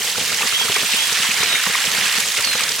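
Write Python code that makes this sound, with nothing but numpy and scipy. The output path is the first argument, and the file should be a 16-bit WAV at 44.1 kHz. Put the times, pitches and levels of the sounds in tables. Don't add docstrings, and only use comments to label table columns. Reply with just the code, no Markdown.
import sys
import numpy as np
from scipy import signal
from scipy.fft import rfft, irfft
from scipy.io import wavfile
from scipy.ndimage import uniform_filter1d

SR = 44100
rng = np.random.default_rng(int(sys.argv[2]) if len(sys.argv) > 2 else 0)


def invert_db(level):
    return 10 ** (np.asarray(level, dtype=float) / 20)


def materialize(psi):
    bounded = np.clip(np.atleast_2d(psi).T, -1, 1)
    quanta = np.round(bounded * 32767).astype(np.int16)
    wavfile.write(sys.argv[1], SR, quanta)


N = 123479


def evened(x):
    return x / np.sqrt(np.mean(x ** 2) + 1e-20)


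def smooth(x, *sizes, axis=-1):
    for size in sizes:
        x = uniform_filter1d(x, size=size, axis=axis)
    return x


def read(points, hz):
    f, value = np.transpose(points)
    return np.interp(np.log(hz + 1), np.log(f + 1), value)


def add(mix, s, sound):
    part = mix[..., max(round(s * SR), 0):][..., :sound.shape[-1]]
    part += sound[..., :part.shape[-1]]


# frequency in Hz, left-right likeness 0 to 1.
LIKENESS = [(60, 1), (240, 0.99), (950, 0.95), (3770, 0.74), (15000, 0.35)]
# frequency in Hz, left minus right in dB.
LEAN = [(60, -0.5), (380, -0.5), (2380, -3), (15000, -5.5)]


def ports(pair, colour):
    hz = np.fft.rfftfreq(N, 1 / SR)
    a, b = rfft(pair)
    half_angle = np.arccos(np.clip(read(LIKENESS, hz), 0, 1)) / 2
    lean = invert_db(read(LEAN, hz) / 2)
    mid, side = np.cos(half_angle) * a, np.sin(half_angle) * b
    return irfft(invert_db(read(colour, hz)) * np.array([(mid + side) * lean, (mid - side) / lean]), N)


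LARGEST = 2.4


def clicks(per_s, spread_db, shape):
    size_db = spread_db * np.minimum(rng.exponential(1, shape), LARGEST)
    size = invert_db(size_db) * rng.choice([-1., 1.], shape)
    return size * (rng.random(shape) < per_s / SR)


def bubble(hz, t, cycles=10):
    u = t * hz / cycles
    return 8 * u * np.exp(-3 * u) * np.sin(2 * np.pi * hz * t * (1 + 0.039 * u))


DROPS_PER_S, DROP_SPREAD_DB = 6000, 3.6
DROP_CYCLES, DROP_TILT = 5, 0.77


def drops():
    train = clicks(DROPS_PER_S, DROP_SPREAD_DB, (2, N))
    kind = rng.integers(0, 28, (2, N))
    out = np.zeros((2, N))
    for k, hz in enumerate(np.geomspace(600, 15000, 28)):
        cycles = DROP_CYCLES * np.sqrt(hz / 2500)
        u = np.arange(0, 3 * cycles, hz / SR) / cycles
        chirp = np.sin(2 * np.pi * cycles * u * (1 + 0.091 * u))
        grain = hz ** DROP_TILT / np.sqrt(cycles) * u * np.exp(-3 * u) * chirp
        out += signal.oaconvolve(train * (kind == k), grain[None], axes=1)[:, :N]
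    return evened(out)


# time in seconds, flow in dB, extra hollow gurgle in dB.
FLOW = [(0, -25, -9), (.15, -25, -9.5), (.35, -24, -5), (.6, -24.5, -6.5), (.8, -23.5, -7),
        (1.05, -22.5, -7), (1.3, -23, -4.5), (1.55, -24.5, -3), (1.9, -24, -4.5), (2.18, -23, -3.5),
        (2.28, -24.5, -9), (2.6, -25, -4.5), (2.8, -27, -8)]
# frequency in Hz, level in dB per Hz.
SPRAY = [(400, -38), (700, -15.5), (1500, -7), (1800, -3), (3000, -1.5), (4200, -3.5), (8000, -6),
         (15800, -18)]
SPRAY_DB, DROPS_DB = 5, 1.5
TICKS_DB, TICKS_PER_S = -3, 700
GURGLE_HZ, GURGLE_OCTAVES = 1570, 1
PATCH_DB, FLICKER_DB, SURGE_DB = 0.43, 0.94, 0.2


def stream():
    raw = rng.standard_normal((2, N)) + invert_db(DROPS_DB) * drops()
    raw = raw + invert_db(TICKS_DB) * evened(clicks(TICKS_PER_S, DROP_SPREAD_DB, N))
    hz, t, z = signal.stft(raw, SR, nperseg=256, noverlap=192)
    cells = z.shape[1:]
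    patches = evened(smooth(smooth(rng.standard_normal(cells), 5, axis=0), 14))
    wide = smooth(rng.standard_normal(cells), 80, axis=0)
    flicker, surge = evened(smooth(wide, 4)), evened(smooth(wide, 40))
    s, flow_db, gurgle_db = np.transpose(FLOW)
    hollow = np.exp(-(np.log2((hz + 1) / GURGLE_HZ) / GURGLE_OCTAVES) ** 2)[:, None]
    field_db = np.interp(t, s, flow_db) + hollow * np.interp(t, s, gurgle_db - gurgle_db.mean())
    field_db = field_db + PATCH_DB * patches + FLICKER_DB * flicker + SURGE_DB * surge
    water = signal.istft(z * invert_db(field_db), SR, nperseg=256, noverlap=192)[1][:, :N]
    return evened(ports(water, SPRAY)) * invert_db(SPRAY_DB + flow_db.mean())


PATTER_FOLLOW = 0.25


def gurgle_gain():
    s, _, gurgle_db = np.transpose(FLOW)
    return invert_db(PATTER_FOLLOW * np.interp(np.arange(N) / SR, s, gurgle_db - gurgle_db.mean()))


# frequency in Hz, level in dB per Hz.
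RUMBLE = [(20, -6), (60, -5.5), (203, 2), (320, -2.5), (460, 3), (680, 0.5), (1000, -36.5)]
RUMBLE_DB, SHAKE_DB = -43.5, 4


def wash():
    shake = evened(smooth(rng.standard_normal(N), 1200, 1200))
    rumble = evened(ports(rng.standard_normal((2, N)), RUMBLE))
    return invert_db(RUMBLE_DB + SHAKE_DB * shake) * rumble


PUSH_S, PUSH_CYCLES = .002, 1.7


def ring(modes, detune=1):
    t = np.arange(5000) / SR
    out = 0
    for hz, db, t60 in modes:
        swing_up = np.sin(np.pi / 2 * np.minimum(t / (PUSH_S + PUSH_CYCLES / hz), 1)) ** 2
        out = out + invert_db(db - 60 * t / t60) * np.sin(2 * np.pi * hz * detune * t) * swing_up
    return out


# frequency in Hz, level in dB, t60 in seconds.
DRUM = [(200, 0, .045), (235, -7, .035)]
SAG = [(110, 0, .075)]
KNOCK = [(455, 0, .05), (790, -3, .04), (1120, -4, .035), (620, -3, .025), (320, -8, .025)]
PATTER_MIX_DB = [3, 15, -14]
PATTER_DB, PATTER_PER_S, PATTER_SPREAD_DB = -54.5, 170, -3


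def patter():
    out = np.zeros(N)
    for db, mode in zip(PATTER_MIX_DB, DRUM[:1] + KNOCK):
        taps = clicks(PATTER_PER_S, PATTER_SPREAD_DB, N)
        out += invert_db(db) * signal.oaconvolve(taps, ring([mode]))[:N]
    return invert_db(PATTER_DB) * evened(out)


# time in seconds, drum in dB, sag in dB, knock in dB.
THUDS = [(0.005, -32, -35, -24), (0.045, -39, -32, -25), (0.082, -37, -51, -23.5),
         (0.181, -20.5, -23.5, -18), (0.316, -27, -30.5, -27.5), (0.418, -28, -91, -21),
         (0.437, -24, -49, -26), (0.452, -21, -38, -24.5), (0.612, -28, -50, -22.5),
         (0.651, -113, -105, -21.5), (0.696, -20, -19, -16), (0.762, -36, -43, -17),
         (0.84, -49, -48, -23.5), (0.941, -19, -53, -25), (1.122, -22.5, -28, -25), (1.201, -22, -31, -28),
         (1.292, -18, -27, -31), (1.406, -23.5, -22, -22), (1.429, -30, -36, -18), (1.477, -30, -45, -28),
         (1.562, -42, -60, -26), (1.672, -16, -62, -21), (1.697, -23, -25.5, -20.5), (1.879, -19, -30, -36),
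         (1.984, -20, -40, -24.5), (2.184, -18.5, -40, -23), (2.377, -53, -101, -23.5),
         (2.552, -21, -25, -18), (2.601, -45, -74, -50), (2.617, -31, -57, -27)]
LANDING_DB = [2, -2.5, 0]
DETUNE, LEAD_S = .07, 0.002046


def fish():
    out = np.zeros(N)
    bends = 1 + DETUNE * rng.standard_normal((len(THUDS), 3))
    for (s, *levels_db), bend in zip(THUDS, bends):
        for db, trim_db, modes, detune in zip(levels_db, LANDING_DB, (DRUM, SAG, KNOCK), bend):
            start = s + LEAD_S - PUSH_CYCLES / modes[0][0]
            add(out, start, invert_db(db + trim_db) * ring(modes, detune))
    return out


def basket():
    follow = gurgle_gain()
    return wash() * follow + (patter() * follow + fish()) * invert_db([[.2], [-.2]])


SPATTER_OCTAVES = .6


def spatter_noise(noise, hz):
    centre_hz = rng.uniform(6000, 11000)
    band = np.exp(-(np.log2((hz + 1) / centre_hz) / SPATTER_OCTAVES) ** 2)
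    return irfft(rfft(noise[0] + 1.4 * noise) * band)


# time in seconds, slap in dB, slap pitch in Hz, spatter in dB.
SPLATS = [(0.019, -12, 2860, -15), (0.076, -11.5, 3100, -12), (0.216, -12.5, 2550, -46),
          (0.257, -22, 2720, -12), (0.339, -13, 2440, -23), (0.422, -8.5, 2510, -12),
          (0.48, -12.5, 2000, -30), (0.761, -7.5, 2190, -31), (0.934, -8.5, 2540, -13),
          (1.21, -24, 2800, -33), (1.25, -15.5, 1557, -21), (1.31, -8.5, 2460, -26), (1.43, -9.5, 2170, -5),
          (1.555, -7, 2107, -29), (1.664, -12.5, 1724, -30), (1.748, -7.5, 2090, -34),
          (1.779, -10, 2870, -30), (1.849, -35, 3200, -8), (2.169, -16, 2600, -29), (2.199, -22, 2190, 1),
          (2.37, -11.5, 2410, -14), (2.385, -14, 2060, -53), (2.405, -18, 1820, -2),
          (2.444, -11, 2910, -4.5), (2.474, -17, 2810, -21), (2.553, -17, 2970, -14),
          (2.573, -18, 3320, -15), (2.606, -11, 2305, -3), (2.635, -18.5, 1690, -7), (2.681, -13, 2730, -7),
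          (2.717, -17.5, 2930, -32), (2.758, -46, 2430, -10)]
SLAP_DB, SPATTER_DB = -3, -14
SLAP_RISE_S, SPATTER_FALL_S = 0.0019, .006
BURST_S, BURST_OCTAVES, BURST_DB = .007, .45, -10


def splats():
    out, t = np.zeros((2, N)), np.arange(2048) / SR
    hz, lean = np.fft.rfftfreq(2048, 1 / SR), invert_db([[1.1], [-1.1]])
    clusters = rng.standard_normal((len(SPLATS), 7, 3))
    for (s, slap_db, slap_hz, spatter_db), cluster in zip(SPLATS, clusters):
        gain = invert_db(slap_db + SLAP_DB) * lean
        add(out, s, gain * bubble(slap_hz, t, 7.0))
        for late, octaves, side in cluster:
            pan = invert_db(BURST_DB + 2 * side * np.array([[1], [-1]]))
            burst_hz = slap_hz * 2 ** (BURST_OCTAVES * octaves)
            add(out, s + BURST_S * late, gain * pan * bubble(burst_hz, t))
        spatter = evened(spatter_noise(rng.standard_normal((2, 2048)), hz))
        envelope = np.exp(-t / SPATTER_FALL_S) * (1 - np.exp(-(t / SLAP_RISE_S) ** 2))
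        add(out, s, invert_db(spatter_db + SPATTER_DB) * spatter * envelope * lean)
    return out


# time in seconds, peak in dB.
SNAPS = [(0.0288, -13), (0.0498, -10), (0.114, -12), (0.177, -9.5), (0.221, -17), (0.2583, -10),
         (0.2763, -13), (0.318, -12), (0.3431, -8), (0.3725, -17), (0.471, -5), (0.595, -13), (0.6424, -18),
         (0.7406, -8), (0.7901, -17), (0.9183, -8), (1.126, -8), (1.2236, -8), (1.3404, -9), (1.3838, -21),
         (1.4326, -6), (1.6355, -8), (1.8013, -14), (1.8505, -7), (1.8576, -9), (1.913, -10), (1.9774, -15),
         (2.1745, -11), (2.2017, -7), (2.2677, -22), (2.2846, -10), (2.3191, -11), (2.374, -7.5),
         (2.4224, -11), (2.446, -6.5), (2.5585, -19), (2.575, -12), (2.6343, -6), (2.6898, -6.5),
         (2.717, -7.5), (2.7596, -16)]
# frequency in Hz, level in dB per Hz.
SNAP_COLOUR = [(700, -24), (2500, -3), (6000, 5), (15500, -27)]
SNAP_TRIM_DB, SNAP_FALL_S = -9.5, 0.0029
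SNAP_OWN = 1.9


def snaps():
    out, t, hz = np.zeros((2, N)), np.arange(1024) / SR, np.fft.rfftfreq(1024, 1 / SR)
    colour = invert_db(read(SNAP_COLOUR, hz) + read(LEAN, hz) * np.array([[.5], [-.5]]))
    envelope = (t / SNAP_FALL_S * np.exp(1 - t / SNAP_FALL_S)) ** 2
    for (s, db), noise in zip(SNAPS, rng.standard_normal((len(SNAPS), 3, 1024))):
        crack = evened(irfft(rfft(noise[0] + SNAP_OWN * noise[1:]) * colour))
        add(out, s, invert_db(db + SNAP_TRIM_DB) * crack * envelope)
    return out


# time in seconds, peak in dB, pitch in Hz.
PLOPS = [(0.159, -15.5, 1380), (0.18, -23, 704), (0.324, -15.5, 1290), (0.41, -16.5, 850),
         (0.433, -14.5, 1110), (0.527, -15, 1280), (0.6, -20, 1330), (0.613, -20, 846), (0.643, -19, 1480),
         (0.685, -13.5, 1260), (0.769, -14, 1080), (0.836, -19.5, 1370), (0.893, -21.5, 960),
         (1.25, -22, 1490), (1.396, -20, 1270), (1.432, -18.5, 972), (1.508, -27, 1310), (1.55, -27, 1520),
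         (1.599, -20, 1330), (1.64, -15, 1360), (1.669, -15.5, 995), (1.697, -26, 1280), (1.728, -21, 1390),
         (1.755, -10, 1074), (1.977, -11.5, 1430), (2.175, -21, 1290), (2.476, -17.5, 1150),
         (2.555, -24, 1350), (2.607, -16, 1140), (2.795, -20, 1270)]
PLOP_TRIM_DB, PLOP_CYCLES = -2, 4.5


def bubbles():
    out, t = np.zeros(N), np.arange(1500) / SR
    for s, db, hz in PLOPS:
        add(out, s - LEAD_S, invert_db(db + PLOP_TRIM_DB) * bubble(hz, t, PLOP_CYCLES))
    return out * invert_db([[.6], [-.6]])


# time in seconds, pitch in Hz, level in dB.
WHISTLES = [
    [(.485, 3550, -40), (.515, 3780, -27), (.535, 3750, -40)],
    [(.51, 2450, -36), (.543, 3180, -20), (.572, 3340, -18), (.59, 3270, -25), (.62, 3290, -18),
     (.64, 3330, -30)],
    [(.738, 3300, -32), (.755, 3340, -19), (.775, 3320, -30)],
    [(.85, 3480, -36), (.875, 3590, -28), (.94, 3790, -26), (.975, 3770, -38)],
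    [(.945, 2600, -33), (.985, 3200, -20), (1.018, 3380, -25), (1.045, 3370, -23), (1.07, 3200, -34)],
    [(1.385, 3760, -36), (1.405, 3750, -26), (1.43, 3740, -29), (1.45, 3780, -38)],
    [(1.415, 3950, -36), (1.44, 4060, -25), (1.465, 4150, -36)],
    [(1.485, 3860, -34), (1.5, 3840, -21), (1.52, 3760, -26), (1.545, 3690, -21), (1.575, 3690, -26),
     (1.595, 3730, -36)],
    [(2.428, 5050, -32), (2.445, 4450, -20), (2.47, 4250, -24), (2.54, 4040, -28), (2.6, 3840, -32)],
]
UNDERTONE_DB = [-14, -30, -30, -10, -30, -20, -30, -14, -30]
BIRD_DB, BIRD_LEFT_DB, BIRD_LAG_S = 3.5, -4, .00017
YARD_DB, YARD_T60_S, FLUTTER_DB = -7, .4, 2.5


def bird():
    song = np.zeros(N)
    for whistle, under_db in zip(WHISTLES, UNDERTONE_DB):
        s, hz, db = np.transpose(whistle)
        t = np.arange(s[0], s[-1], 1 / SR)
        flutter_db = FLUTTER_DB * evened(smooth(rng.standard_normal(len(t)), 150, 150))
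        phase = 2 * np.pi * np.cumsum(smooth(np.interp(t, s, hz), 300)) / SR
        tone = np.sin(phase) + invert_db(under_db) * np.sin(phase * 2 / 3)
        add(song, s[0], invert_db(np.interp(t, s, db) + BIRD_DB + flutter_db) * tone)
    left = invert_db(BIRD_LEFT_DB) * np.interp(np.arange(N) - BIRD_LAG_S * SR, np.arange(N), song)
    taps = clicks(2000, 0, (2, SR // 2)) * invert_db(-60 * np.arange(SR // 2) / SR / YARD_T60_S)
    taps[:, :400] = 0
    yard = signal.fftconvolve(song[None], taps / np.linalg.norm(taps[0]), axes=1)[:, :N]
    return np.array([left, song]) + invert_db(YARD_DB) * yard


def scene():
    return stream() + basket() + splats() + snaps() + bubbles() + bird()


def roll_off(x):
    return signal.sosfilt(signal.butter(12, 16220, fs=SR, output="sos"), x)


BASS_CUT_HZ, EDGE_HZ = 53, 16150


def record(dry):
    high_pass = signal.butter(2, BASS_CUT_HZ, "high", fs=SR, output="sos")
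    cut = signal.sosfilt(high_pass, dry)
    cut = signal.oaconvolve(cut, signal.firwin(301, EDGE_HZ, fs=SR)[None], "same")
    return roll_off(cut)


dry = scene()
out = record(dry)
materialize(out)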